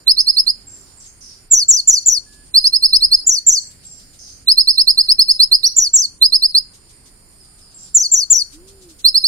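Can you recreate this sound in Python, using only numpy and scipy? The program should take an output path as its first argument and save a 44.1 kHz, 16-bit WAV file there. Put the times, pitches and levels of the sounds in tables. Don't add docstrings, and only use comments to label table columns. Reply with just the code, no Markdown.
import sys
import numpy as np
from scipy import signal
from scipy.fft import rfft, irfft, next_fast_len
from scipy.io import wavfile
from scipy.ndimage import uniform_filter1d

SR = 44100
rng = np.random.default_rng(int(sys.argv[2]) if len(sys.argv) > 2 else 0)


def wrap_up_sound(samples):
    columns = np.atleast_2d(samples).T
    tamed = np.clip(columns, -1, 1)
    steps = np.round(tamed * 32767).astype(np.int16)
    wavfile.write(sys.argv[1], SR, steps)


def undo_db(level):
    steps = np.asarray(level, float) / 20
    return 10 ** steps


N = 408807


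def band(x, lo_hz, hi_hz):
    return signal.sosfilt(signal.butter(2, [lo_hz, min(hi_hz, .45 * SR)], "band", fs=SR, output="sos"), x)


def unit(x):
    return x / np.sqrt(np.mean(x ** 2))


def walk(rate):
    k = int(SR / rate)
    steps = np.repeat(rng.standard_normal(N // k + 1), k)
    return np.sqrt(2) * uniform_filter1d(uniform_filter1d(steps, k), k)[:N]


def add(out, x, s):
    i = int(s * SR)
    out[..., i:i + x.shape[-1]] += x[..., :N - i]


def glide(u, at, values):
    k = np.interp(u, at, np.arange(len(at)))
    i = np.minimum(k.astype(int), len(at) - 2)
    return np.take(values, i) + np.diff(values)[i] * (1 - np.cos(np.pi * (k - i))) / 2


def left_right(pan_db):
    return undo_db(np.array([[1], [-1]]) * pan_db / 2)


# (frequency [Hz], level under the tone [dB])
OVERTONE_COLOUR = [(7500, -24.5), (9000, -19), (10500, -17.5), (12000, -26.5), (13200, -38), (14500, -33.5),
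                   (15500, -37.5)]
THIRD_DB, OVERTONE_ROUGH, OVERTONE_PAN_DB = 3, 0.45, 3
AIR_DB, AIR_HZ = -36, 2140


def whistle(hz, db, pan_db, attack_s, release_s, overtone_db):
    t = np.arange(len(hz)) / SR
    phase = 2 * np.pi * np.cumsum(hz) / SR
    at_hz, at_db = np.transpose(OVERTONE_COLOUR)

    rough = OVERTONE_ROUGH * (np.array([2, 3])[:, None, None] * hz / 10000) ** 4
    flutter = 1 + rough * unit(band(rng.standard_normal((2, 2, len(t))), 25, 310))
    flutter /= np.sqrt(1 + rough ** 2)
    second = undo_db(np.interp(2 * hz, at_hz, at_db)) * np.sin(2 * phase) * flutter[0]
    third = undo_db(np.interp(3 * hz, at_hz, at_db) + THIRD_DB) * np.sin(3 * phase) * flutter[1]
    third *= 3 * hz < .45 * SR
    overtones = undo_db(overtone_db) * left_right(OVERTONE_PAN_DB) * (second + third)

    air_db = AIR_DB + 6.6 * np.tanh(rng.standard_normal())
    air = undo_db(air_db) * unit(band(rng.standard_normal((2, len(t))), 300, AIR_HZ))
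    breath = band(band(np.sin(phase) * air, 3500, 9500), 3500, 9500)

    nearest_edge = np.minimum(t / attack_s, (t[-1] - t) / release_s)
    edges = np.sin(np.pi / 2 * np.clip(nearest_edge, 0, 1)) ** 2
    return np.sqrt(2) * (np.sin(phase) + breath + overtones) * edges * undo_db(db) * left_right(pan_db)


# (time [s], length [s], top [Hz], level [dB], start under the top [dB])
RISES = [(.07, 0.055697, 5237, -5.5, -4), (0.167, 0.051, 5285, -7, -10), (0.265, .048, 5170, -8, -4),
         (.365, 0.047, 5223, -6.5, -6), (.4656, 0.048, 5100, -10.5, -3), (2.5418, 0.051, 5070, -4, -3.5),
         (2.639, 0.045, 5154, -6, -5), (2.7258, .048, 5220, -7.5, -5.5), (2.82, .05, 5225, -5.5, -5.5),
         (2.9268, 0.049, 5230, -5.5, -2.5), (3.006, 0.056, 5140, -6, -11.5), (3.1122, 0.047, 5131, -5, -4)]
# (time [s], length [s], top [Hz], level [dB], start under the top [dB])
LATE_RISES = [(4.4738, 0.05729, 5210, -5.5, -3), (4.5728, 0.048, 5220, -6.5, 0),
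              (4.6724, 0.047, 5265, -7, -0.5), (4.7751, 0.051, 5236, -6.5, -3.5),
              (4.8711, 0.047, 5156, -6, -2), (4.9746, 0.047, 5120, -8, 1.5), (5.0846, 0.046, 5246, -5, -5),
              (5.1868, 0.044, 5225, -5.5, 0), (5.279, 0.045783, 5190, -5.5, -7),
              (5.394, 0.053, 5174, -5, -2), (5.5151, .049, 5120, -5.5, -1),
              (5.6323, 0.049242, 5790, -7.5, -1.5), (6.2152, .056, 5123, -6, 1),
              (6.3219, 0.048, 5203, -6, -3.5), (6.4196, 0.049, 5134, -7.5, -3),
              (6.5447, 0.048, 5040, -6.5, -1.5), (9.0453, 0.053, 5154, -7.5, 3.5),
              (9.1423, 0.048, 5185, -7.5, -1), (9.236, 0.047, 5273, -8, -2)]
RISE_SHAPE = [
    (0, -.28),
    (0.122, 0),
    (0.318, .13),
    (0.501, .38),
    (0.722, .82),
    (0.862, .99),
    (1, 0.99),
]
# (time [s], length [s], crest [Hz], second crest [Hz], level [dB])
FALLS = [(1.511, 0.13, 7285, 6140, -3), (1.6834, 0.12686, 7410, 6190, -4), (1.874, .12, 7195, 6046, -4.5),
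         (2.0593, 0.13, 7294, 5990, -5.5), (3.2662, .13, 7290, 6120, -5.5), (3.4659, .13, 7388, 6260, -4.5),
         (5.7646, .12, 7228, 5990, -4.5), (5.9337, 0.12984, 7505, 6270, -5), (7.9441, .13, 7207, 6260, -6),
         (8.1155, .13, 7400, 6150, -5.5), (8.301, 0.13, 7253, 6010, -5.5)]
# (time [s], length [s], pitch [Hz], level [dB])
SQUEAKS = [(0.206, 0.012, 6090, -25), (2.667, 0.013, 6140, -23.5), (2.956, .011, 6063, -26),
           (3.145, 0.017, 6290, -34), (4.808, 0.015, 6070, -26.5), (5.312, 0.018, 6360, -32)]
# (time [s], left minus right [dB])
HEAD = [(.1, -3), (.5, -4), (1.6, -1), (1.9, -0.2), (2.1, 3.5), (2.55, -1.5), (2.75, -2), (2.9, 0),
        (3.5, -1.56), (4.5, -1), (4.8, -3.5), (5.2, 1), (5.5, -1.5), (5.9, -2), (6.5, 0), (7.95, 0),
        (8.3, 4), (9.05, -2)]
SHELF_HZ, RISE_PAN_DB = 4092, -2.5
LINGER, USUAL_S = 1.6, .049
DIP_HZ, END_HZ, FALL_PAN_DB = 5660, 4330, 2.5
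DIP_DB, SECOND_DB, END_DB = -12.5, -6, -11
SCOOP_HZ, OPENING_HZ, PAUSE_S = -520, 324, .4
POSES = 3


def songbird():
    out = np.zeros((POSES, 2, N))
    chirps = RISES + LATE_RISES
    at, climb = np.transpose(RISE_SHAPE)
    for k, (s, length, top_hz, db, start_db) in enumerate(chirps):
        u = np.arange(int(length * SR)) / (length * SR)
        climbed = np.interp(u ** (length / USUAL_S) ** LINGER, at, climb)
        pitch = uniform_filter1d(SHELF_HZ + (top_hz - SHELF_HZ) * climbed, size=160, mode="nearest")
        level_db = db + np.interp(u, [0, .3, .55, .7, .84, 1], [start_db - 4.5, start_db, -2.5, -4.5, .6, -5])
        pan_db = np.interp(s, *np.transpose(HEAD)) + glide(u, [.3, .75], [RISE_PAN_DB, 0])
        add(out[k % POSES], whistle(pitch, level_db, pan_db, 0.0097, 0.0018, 0.54), s - .003)

    starts = [row[0] for row in chirps + FALLS]
    for k, (s, length, crest_hz, second_hz, db) in enumerate(FALLS):
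        u = np.arange(int(length * SR)) / (length * SR)
        previous = max(start for start in starts if start < s)
        lead_hz = OPENING_HZ if s - previous > PAUSE_S else SCOOP_HZ
        turns_hz = [crest_hz + lead_hz, crest_hz, crest_hz - 30, DIP_HZ, second_hz, END_HZ + 330, END_HZ]
        pitch = glide(u, [0, .065, .15, .4, .59, .82, .97], turns_hz)
        pitch = uniform_filter1d(pitch, size=200, mode="nearest")
        level_db = db + np.interp(u, [0, .08, .24, .37, .58, .75, .95],
                                  [-1.5, -.4, 0, DIP_DB, SECOND_DB, END_DB - 3.5, END_DB])
        pan_db = np.interp(s, *np.transpose(HEAD)) + glide(u, [.2, .55], [0, FALL_PAN_DB])
        add(out[k % POSES], whistle(pitch, level_db, pan_db, 0.011, 0.0066, 0.6), s - .003)

    for s, length, hz, db in SQUEAKS:
        pitch = hz + np.linspace(-150, 150, int(length * SR))
        add(out[0], whistle(pitch, db, 0, 0.001, 0.0021, 0), s)
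    return out


# (delay left [ms], delay right [ms], level [dB])
ECHOES = [(1.1, .8, -14.5), (2.0, 2.3, -11), (2.6918, 3.4, -13), (5.315, 4.1, -13), (9.1, 6.1, -16.5)]
# (frequency [Hz], further lag [cycles])
LEFT_TURN = [(7600, -0.0032), (8900, -0.35)]
LEFT_LAG_MS, POSE_SHIFT_MS = 0.17, .12
YARD_T60_S, YARD_DB, YARD_DULL_HZ = 0.31, -14.5, 14145
NEAR_T60_S, NEAR_DB = .1, 7


def yard(voice):
    t = np.arange(int(.5 * SR)) / SR
    decay = undo_db(-60 * t / YARD_T60_S) + undo_db(NEAR_DB - 60 * t / NEAR_T60_S)
    tail = rng.standard_normal((2, len(t))) * decay * np.clip(t / 0.015, 0, 1)
    tail *= undo_db(2.5 * walk(89.7)[:len(t)])
    tail = band(tail, 630, YARD_DULL_HZ)
    answer = tail / np.sqrt(np.sum(tail ** 2) / 2) * undo_db(YARD_DB)
    answer[:, 0] += 1
    shifts_ms = POSE_SHIFT_MS * rng.random(len(ECHOES))
    for (left_ms, right_ms, db), shift_ms in zip(ECHOES, shifts_ms):
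        answer[0, int((left_ms + shift_ms) * SR / 1000)] += undo_db(db)
        answer[1, int((right_ms + shift_ms) * SR / 1000)] += undo_db(db)

    size = next_fast_len(N + len(t))
    heard = rfft(voice, size) * rfft(answer, size)
    hz = np.arange(size // 2 + 1) * SR / size
    lag_cycles = hz * LEFT_LAG_MS / 1000 + np.interp(hz, *np.transpose(LEFT_TURN))
    heard[0] *= np.exp(-2j * np.pi * lag_cycles)
    return irfft(heard, size)[:, :N]


# (time [s], length [s], start pitch [Hz], blur [Hz], level [dB])
FAR_CALLS = [(.666, 0.11, 7480, 68, -40.5), (.69, 0.23, 6100, 880, -53), (.97, 0.09, 7610, 98.8, -44.5),
             (.997, 0.057, 6200, 772, -47.5), (1.055, 0.027, 6800, 230, -44.5),
             (1.207, .13, 5900, 540, -41.5), (1.2, .1, 11240, 400, -62), (3.594, 0.078, 7720, 112.1, -40),
             (3.846, 0.098, 7490, 59, -39), (3.864, 0.17, 5950, 600, -50), (4.185, 0.16, 6410, 180, -44),
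             (4.188, .12, 5600, 500, -43), (7.4, 0.06, 5120, 190, -52), (7.61, 0.099, 5150, 210, -51),
             (7.741, .1125, 7520, 120, -41.5), (7.779, 0.11, 5950, 750, -48), (2.26, .18, 1703, 4.27, -59),
             (3.395, .08, 1835, 45, -69.5), (3.51, 0.2, 1730, 30, -70.5), (7.42, 0.23, 1270, 42.23, -71)]
FAR_T60_S, FAR_SAG = .33, 1.2


def far_birds():
    out = np.zeros((2, N))
    t = np.arange(int(.6 * SR)) / SR
    for s, length, start_hz, blur_hz, db in FAR_CALLS:
        pitch = np.interp(t, [0, length], [start_hz, start_hz - FAR_SAG * blur_hz])
        phase = 2 * np.pi * np.cumsum(pitch) / SR
        low_pass = signal.butter(2, blur_hz, fs=SR, output="sos")
        smear = signal.sosfilt(low_pass, rng.standard_normal((4, len(t))))
        smear = unit(smear) + 30 / blur_hz
        t60_s = FAR_T60_S * min(blur_hz / 50, 1)
        shape = np.clip(t / 0.0057, 0, 1) * np.exp(-np.log(1000) * np.maximum(t - length, 0) / t60_s)
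        call = unit(smear[:2] * np.sin(phase) + smear[2:] * np.cos(phase))
        add(out, call * shape * undo_db(db) * left_right(-3), s)
    return out


COO_S, COO_LENGTH_S, COO_CREST = 8.525, 0.452, .43
COO_LOW_HZ, COO_HIGH_HZ, COO_DB, COO_SAG_DB = 273, 394, -46.5, -5.5


def dove():
    u = (np.arange(N) / SR - COO_S) / COO_LENGTH_S
    arch = np.sin(np.pi / 2 * np.interp(u, [0, COO_CREST, 1], [0, 1, 2]))
    phase = 2 * np.pi * np.cumsum(COO_LOW_HZ + (COO_HIGH_HZ - COO_LOW_HZ) * arch) / SR
    edges = np.clip(np.minimum(u / 0.0539, (1 - u) / 0.23), 0, 1)
    tone = np.sin(phase) + undo_db(-43) * np.sin(2 * phase)
    return np.sqrt(2) * tone * edges * undo_db(COO_DB + COO_SAG_DB * arch ** 3)


# (centre [Hz], width [Hz], level [dB], left minus right [dB])
CICADAS = [
    (9040, 1100, -53, -6),
    (7080, 190, -61, -7.5),
    (4800, 900, -57.5, -3.5),
    (13300, 5500, -68.5, -1.5),
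]
# (time [s], peak level [dB])
PUFFS = [(0.592, -59), (0.7498, -58.5), (0.8981, -67), (1.0386, -50), (2.3153, -49.5), (2.4474, -55.5),
         (3.6953, -50.5), (3.823, -47), (3.9808, -49), (4.124, -49), (4.2693, -51), (6.728, -47),
         (6.8828, -50), (7.0482, -48.5), (7.3046, -61), (7.4271, -56), (7.573, -52.5), (7.7069, -54),
         (7.846, -52.5), (8.5146, -43), (8.6667, -45.5), (8.8067, -48), (8.8815, -46.5), (8.982, -42)]


def insects():
    out = np.zeros((2, N))
    for hz, width_hz, db, pan_db in CICADAS:
        hiss = unit(band(rng.standard_normal((2, N)), hz - width_hz / 2, hz + width_hz / 2))
        flicker_db = 1.2 * walk(1.47) + 1.4 * walk(11)
        out += hiss * undo_db(db + flicker_db) * left_right(pan_db)
    t = np.arange(int(.15 * SR)) / SR
    swell = (t / 0.021) ** 2 * np.exp(2 - 2 * t / 0.020955)
    for s, db in PUFFS:
        rasp = unit(band(rng.standard_normal((2, len(t))), 3600, 9000))
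        add(out, rasp * swell * undo_db(db + 1.0), s)
    return out


# (frequency [Hz], level per Hz [dB])
TOWN = [(22, -1), (110, -8.5), (300, -17.5), (600, -25.5), (2200, -30.5), (6000, -43.5), (11000, -35.5),
        (15000, -57)]
TOWN_DB = -50.5
# (time [s], length [s], level [dB])
SWELLS = [
    (2.6, 1.0, 2),
    (8.4, .6, 1.5),
    (1.45, .8, -2),
    (3.3, .4, -2),
]
# (time [s], length [s], level [dB])
GUSTS = [
    (2.849, 0.38, -37),
    (8.45, 0.28, -51),
]


def town():
    out = np.zeros((2, N))
    at_hz, at_db = np.transpose(TOWN)
    for hz in 22 * 2 ** np.arange(0, 9.5, .5):
        mid, side = band(rng.standard_normal((2, N)), hz / 1.193, hz * 1.204)
        flicker_db = 1.1 * walk(1.3) + 1.7 * walk(8)
        db = np.interp(np.log(hz), np.log(at_hz), at_db) + flicker_db
        width = np.clip((hz / 1100) ** 0.7, .35, 1)
        out += undo_db(db) * (mid + width * side * np.array([[1], [-1]]))
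    passing_db = np.zeros(N)
    for s, length, db in SWELLS:
        add(passing_db, db * np.hanning(int(length * SR)), s)
    out = unit(out) * undo_db(TOWN_DB + passing_db)
    for s, length, db in GUSTS:
        puff = unit(band(rng.standard_normal((2, int(length * SR))), 22, 49))
        add(out, puff * np.hanning(puff.shape[1]) * undo_db(db), s)
    return out


DUCK_DB, DUCK_S = -2, 0.12


def scene():
    bird = sum(yard(notes) for notes in songbird())
    loud = np.clip(uniform_filter1d(np.abs(bird).mean(axis=0), int(DUCK_S * SR)) / 0.05, 0, 1)
    return bird + undo_db(DUCK_DB * loud) * (far_birds() + dove() + insects() + town())


MASK_DB, MASK_SLOPE_DB, MASK_FROM_HZ, MASK_SCATTER_DB = -17, -5, 3400, 5
QUIET_DB, QUIET_FROM_HZ = -92.5, 10000


def drop_masked(x):
    hz, _, bins = signal.stft(x, SR, nperseg=1024)
    power = (np.abs(bins[:, :512]) ** 2).reshape(2, 64, 8, -1).mean(axis=2)
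    power = uniform_filter1d(power, size=5)
    mask = 0
    for k in range(-2, 8):
        if k:
            mask = mask + undo_db(2 * MASK_SLOPE_DB * (abs(k) - 1)) * np.roll(power, k, axis=1)
    scatter = unit(uniform_filter1d(rng.standard_normal(power.shape[1:]), size=9))
    scatter_db = MASK_SCATTER_DB * scatter
    faint = undo_db(2 * (QUIET_DB + scatter_db)) * (hz[:512:8, None] > QUIET_FROM_HZ)
    audible = power > mask * undo_db(2 * (MASK_DB + scatter_db)) + faint
    bins[:, :512] *= np.repeat(audible, 8, axis=1) | (hz[:512, None] < MASK_FROM_HZ)
    return signal.istft(bins, SR)[1][:, :N]


def band_limit(x):
    return signal.sosfilt(signal.butter(12, 15470, fs=SR, output="sos"), x)


THUMP_DB, THUMP_HZ = -24, 39.3


def record(dry):
    thump = band(dry ** 2, 8.5, THUMP_HZ) * undo_db(THUMP_DB)
    clipped = np.clip(dry - thump, -1, 1)
    mix = np.clip(drop_masked(clipped), -1, 1)
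    return band_limit(mix)


dry = scene()
out = record(dry)
wrap_up_sound(out)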